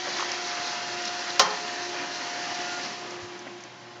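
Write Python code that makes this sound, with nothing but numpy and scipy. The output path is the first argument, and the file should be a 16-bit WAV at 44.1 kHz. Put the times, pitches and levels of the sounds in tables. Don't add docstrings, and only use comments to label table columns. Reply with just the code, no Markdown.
import sys
import numpy as np
from scipy import signal
from scipy.fft import rfft, irfft
from scipy.io import wavfile
from scipy.ndimage import uniform_filter1d

SR = 44100
rng = np.random.default_rng(int(sys.argv[2]) if len(sys.argv) > 2 else 0)


def int16_out(signal):
    q = np.round(np.clip(np.atleast_2d(signal).T, -1, 1) * 32767)
    wavfile.write(sys.argv[1], SR, q.astype(np.int16))


def elevation(decibels):
    levels = np.asarray(decibels, float)
    return 10 ** (levels / 20)


N = 176400
NEAR_DB, FAR_DB = -37, -59.5
ROAR, BLADE, SECOND, FOURTH = 1, 2, 3, 4


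def evened(x):
    return x / np.sqrt(np.mean(x ** 2) + 1e-20)


def read(points, hz):
    f, value = np.transpose(points)
    return np.interp(np.log(hz + 1), np.log(f + 1), value)


def colour(x, points):
    gain_db = read(points, np.fft.rfftfreq(len(x), 1 / SR))
    return irfft(rfft(x) * elevation(gain_db), len(x))


def walk(column, t):
    # t/s, roar/dB, blade tone/dB, second harmonic/dB, fourth harmonic/dB
    beside_tray = [(0, -36.5, -42.5, -57, -65), (.13, -34, -44, -45.5, -62), (.3, -35, -46.5, -45.5, -64),
                   (.48, -36, -49, -37.5, -62), (.68, -36.5, -58, -39.5, -64),
                   (.95, -36, -45.5, -39, -46.5), (1.3, -36, -43.5, -40.5, -51),
                   (1.65, -36.5, -49, -41, -53), (2.1, -37.5, -47.5, -41.5, -50.5)]
    behind_cabinet = [(2.6, -36.5, -46.5, -38, -53.5), (2.68, -36.5, -54, -41, -42.5),
                      (2.79, -37, -45, -43, -40), (2.85, -37.5, -59, -43, -66),
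                      (3.05, -41, -48, -46.5, -57), (3.25, -44, -41, -53.5, -66),
                      (3.55, -48, -45, -52.5, -75), (3.7, -48.5, -57.5, -60, -67), (4, -50, -52, -55, -77)]
    rows = np.array(list(beside_tray) + list(behind_cabinet))
    return np.interp(t, rows[:, 0], rows[:, column])


def slow(top_hz):
    t = np.arange(0, N, 256) / SR
    wander = np.zeros(len(t))
    for f in np.geomspace(top_hz / 20, top_hz, num=12):
        wander += np.sin(2 * np.pi * (f * t + rng.random())) / np.sqrt(f)
    return np.interp(np.arange(N) / SR, t, evened(wander))


def add(mix, s, sound):
    part = mix[round(s * SR):][:len(sound)]
    part += sound[:len(part)]


def drift(bins, frames, smooth_bins, smooth_frames):
    x = uniform_filter1d(rng.standard_normal((bins, frames)), size=smooth_bins, axis=0)
    return evened(uniform_filter1d(x, size=smooth_frames, axis=1))


def roar():
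    # f/Hz, density/dB per Hz
    near = [(30, -40.5), (90, -23.5), (200, -12.5), (330, -7.5), (800, -10), (1700, -8), (3200, -11),
            (7000, -17.5)]
    # f/Hz, density/dB per Hz
    shadowed = [(30, -39), (80, -15), (200, 6.5), (350, -4), (860, -7), (1300, -9.5), (2600, -11.5),
                (7000, -22)]
    # f/Hz, width/Hz, level/dB
    resonances = [(557, 32, 3.5), (1400, 160, -0.5), (1905, 300, 2), (2270, 260, -2), (3756, 380, -8.5),
                  (4360, 500, 1), (455, 77, -8)]
    hop, frames = 512, N // 512 + 5
    hz = np.fft.rfftfreq(2048, 1 / SR)
    bins = len(hz)
    patches = drift(bins, frames, 16, 16)
    streaks = drift(bins, frames, 2, 40)
    flicker = drift(bins, frames, 240, 2)

    level_db = walk(ROAR, np.arange(frames) * hop / SR)
    far = np.clip((level_db - NEAR_DB) / (FAR_DB - NEAR_DB), 0, 1)
    duct_db = sum(db / (1 + ((hz - f) / w * 2) ** 2) for f, w, db in resonances)[:, None]
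    shape_db = read(near, hz)[:, None] * (1 - far) + read(shadowed, hz)[:, None] * far
    shape = elevation(shape_db + duct_db * np.clip(1 - 1.3 * far, 0, 1))
    middle = (hz > 800) & (hz < 3500)
    shape = shape / np.sqrt((shape[middle] ** 2).sum(0))

    noise = rng.standard_normal((bins, frames)) + 1j * rng.standard_normal((bins, frames))
    z = noise * shape * elevation(0.61 * patches + 2 * streaks + 1.12 * flicker)
    x = signal.istft(z, nperseg=2048, noverlap=2048 - hop)[1][:N]
    trim_db = 4
    return evened(x) * elevation(walk(ROAR, np.arange(N) / SR) + trim_db)


def blade_tone():
    blade_hz, trim_db = 354.35, -0.5
    t, out = np.arange(N) / SR, np.zeros(N)
    turns = blade_hz * t + 0.049 * slow(4)
    for k, column, waver_db in [(1, BLADE, 3.5), (2, SECOND, 1), (4, FOURTH, 1)]:
        level_db = walk(column, t) + trim_db + waver_db * slow(16)
        out += elevation(level_db) * np.sin(2 * np.pi * k * turns)
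    return np.sqrt(2) * out


def motor():
    # f/Hz, level close by/dB, share of fade, waver/dB
    lines = [(120.6, -64.5, -0.38, 1.5), (854, -53, 0.47, 1.5), (984, -52, 0.82, 1.5),
             (744, -61.5, 0.58, 8), (1056, -60.5, 0.43, -5), (1543, -60, 0.79, 1), (1780, -56.5, 1, 0.5)]
    t, out = np.arange(N) / SR, np.zeros(N)
    fade_db = walk(ROAR, t) - NEAR_DB
    for hz, db, share, waver_db in lines:
        out += elevation(db + share * fade_db + waver_db * slow(9.6)) * np.sin(2 * np.pi * hz * t)
    return np.sqrt(2) * out


def beans():
    # t/s, length/s, level/dB
    surges = [(0.169, 0.061, 2.7), (.49, 0.071, 4.8), (.68, 0.094, 6.1), (1.07, 0.037, 3.8),
              (1.201, 0.025, 2.2), (1.305, 0.016, 6), (1.83, 0.056, 3.6), (2.17, 0.071, 5.2),
              (2.55, 0.023, 3.2), (2.85, 0.042, 6)]
    beans_db, beans_per_s, spread_db, fade_share = -43, 5000, 2, 1.62
    t, out = np.arange(N) / SR, np.zeros(N)
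    size = elevation(spread_db * np.minimum(rng.exponential(1, N), 5))
    size = size * (rng.random(N) < beans_per_s / SR)
    pitch = rng.integers(0, 14, N)
    u = np.arange(200) / 200
    for k, hz in enumerate(np.geomspace(3694, 6120, num=14)):
        grain = np.sin(2 * np.pi * hz * u * 200 / SR) * u ** 0.5 * elevation(-45 * u)
        out += signal.oaconvolve(size * (pitch == k), grain)[:N]
    surge_db = sum(db * np.exp(-0.5 * ((t - s) / length * 2) ** 2) for s, length, db in surges)
    return evened(out) * elevation(beans_db + surge_db + fade_share * (walk(ROAR, t) - NEAR_DB))


def tap(db, hz, t60):
    t = np.arange(20000) / SR
    band = [(hz / 3, -40), (hz / 1.4, -8), (hz, 0), (hz * 1.4, -8), (hz * 3, -45)]
    noise = evened(colour(rng.standard_normal(len(t)), band))
    pitched = np.sin(2 * np.pi * hz * t) * elevation(-60 * t / t60 * (2.5 - 1))
    rise = np.minimum(t / max(0.0006, 0.5 / hz), 1)
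    burst = elevation(-60 * t / t60) * rise * (pitched + 0.5 * noise)
    return elevation(db) * burst / abs(burst).max()


def ticks_and_knocks():
    # t/s, peak/dB, f/Hz, t60/s
    ticks = [(.1665, -25, 5380, .03), (.2045, -24, 2600, .03), (.205, -25, 3900, .04),
             (.208, -25, 1800, .03), (.3168, -19, 5540, .025), (1.0206, -27, 5830, .02),
             (1.052, -22, 5500, .04), (1.075, -24, 5000, .05), (1.3024, -24, 4080, .03),
             (1.505, -25, 4370, .06), (1.6846, -30, 4340, .03), (2.6174, -28, 5340, .02),
             (2.7656, -28, 5050, .02), (2.85, -30, 5200, .04), (3.1073, -30, 5240, .025),
             (3.3917, -36, 6020, .02), (3.6057, -37, 5200, .03), (3.611, -40, 6300, .02),
             (3.6378, -30, 5900, .014)]
    # t/s, peak/dB, f/Hz, t60/s
    knocks = [(.187, -25, 1500, .04), (.196, -22, 1150, .09), (.206, -22, 1050, .05),
              (.2255, -18, 1050, .035), (.234, -26, 1900, .05), (.07, -28, 560, .3), (3.225, -41, 100, .18),
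              (1.42, -35, 190, .8), (3.4662, -35, 280, .09), (3.4675, -30, 700, .03),
              (3.468, -34, 1500, .02), (3.4745, -33, 1900, .025)]
    out = np.zeros(N)
    for s, db, hz, t60 in list(ticks) + list(knocks):
        add(out, s, tap(db, hz, t60))
    return out


def ring(modes, t):
    return sum(elevation(db - 60 * t / t60) * np.sin(2 * np.pi * hz * t) for hz, db, t60 in modes)


def clank():
    # t/s, level/dB
    blows = [
        (1.3930, -13.5),
        (1.3953, 3.5),
        (1.3968, -5.5),
        (1.3998, -2),
        (1.4035, -10),
        (1.4089, -16),
        (1.414, -14),
        (1.42, -13),
    ]
    # f/Hz, level/dB, t60/s
    steel = [(604, -8, 0.072), (783, -1.5, 0.1), (1055, 5.5, 0.054), (1235, 0, 0.11), (1360, 5, 0.034),
             (1487, -9, 0.12), (1836, -9.5, 0.076), (2130, -9.5, 0.067), (3908, -4.5, 0.083),
             (4100, -7, 0.088), (4300, -7.5, 0.11), (4800, -5, 0.042), (5258, -4.5, 0.06), (5570, 4, 0.025)]
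    # f/Hz, level/dB, t60/s
    panel = [(419, -10, 1.1), (427, -9, 1.1), (527, -2, .35), (536, -4, .35), (851, 1, .45), (1061, -3, .4),
             (1211, -5, .25), (1771, -10, .6), (1830, -9, .4), (3144, -4, .4), (3214, -10, .3),
             (2950, -8, .15), (5809, -6, .25), (6485, -7, .13)]
    # f/Hz, level/dB
    crack_shape = [(60, -54), (300, -24.5), (600, -9), (1100, -4), (1900, -10.5), (2800, -11.5),
                   (4200, -10.5), (5500, -4), (7000, -11)]
    # f/Hz, t60/s
    room = [(300, 0.21), (700, 0.72), (1200, 0.57), (1600, 0.43), (3000, 0.29), (6000, 0.17)]
    steel_db, panel_db, crack_db, tail_db = -18.5, -25, -4, -13.5
    crack_t60_s = 0.019
    t, out = np.arange(SR // 2) / SR, np.zeros(N)
    main_s = blows[1][0]
    add(out, main_s, elevation(panel_db) * np.minimum(t / 0.0013, 1) * ring(panel, t))

    latch = elevation(steel_db) * ring(steel, t)
    for s, db in blows:
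        crack = evened(colour(rng.standard_normal(len(t)), crack_shape))
        crack = crack * elevation(crack_db - 60 * t / crack_t60_s)
        add(out, s, elevation(db) * np.minimum(t / 0.0004, 1) * (latch + crack))

    noise = colour(rng.standard_normal(len(t)), crack_shape)
    hz, frame_s, z = signal.stft(noise, SR, nperseg=256)
    z = z / np.sqrt((abs(z) ** 2).sum(0).mean() * 2)
    decay = elevation(-60 * frame_s / read(room, hz)[:, None])
    tail = signal.istft(z * decay, SR, nperseg=256)[1][:len(t)]
    add(out, main_s, elevation(tail_db) * np.minimum(t / 0.009, 1) * tail)
    return out


def scene():
    out = roar() + blade_tone() + motor() + beans() + ticks_and_knocks() + clank()
    return out[None]


def band_limit(x):
    return signal.sosfilt(signal.butter(12, 16000, fs=SR, output="sos"), x)


def record(dry):
    # f/Hz, gain/dB
    slope = [(35, -18.5), (60, -6), (110, -1), (6500, 0.2), (7200, -5), (7600, -13.5), (7850, -30),
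             (8000, -61)]
    # f/Hz, gain/dB
    mirror = [(8000, -43), (8150, 2.5), (8450, -15.5), (8700, -22), (9200, -51.5), (9500, -110),
              (10000, -160)]
    low_rate_hz, knee, ceiling = 16000, 0.95, 0.69
    x = colour(knee * np.tanh(dry[0] / knee), slope)
    folded = 2 * x * np.cos(2 * np.pi * low_rate_hz * np.arange(N) / SR)
    x = x + colour(folded, mirror)
    x = np.clip(x, -ceiling, ceiling)
    return band_limit(x[None])


dry = scene()
out = record(dry)
int16_out(out)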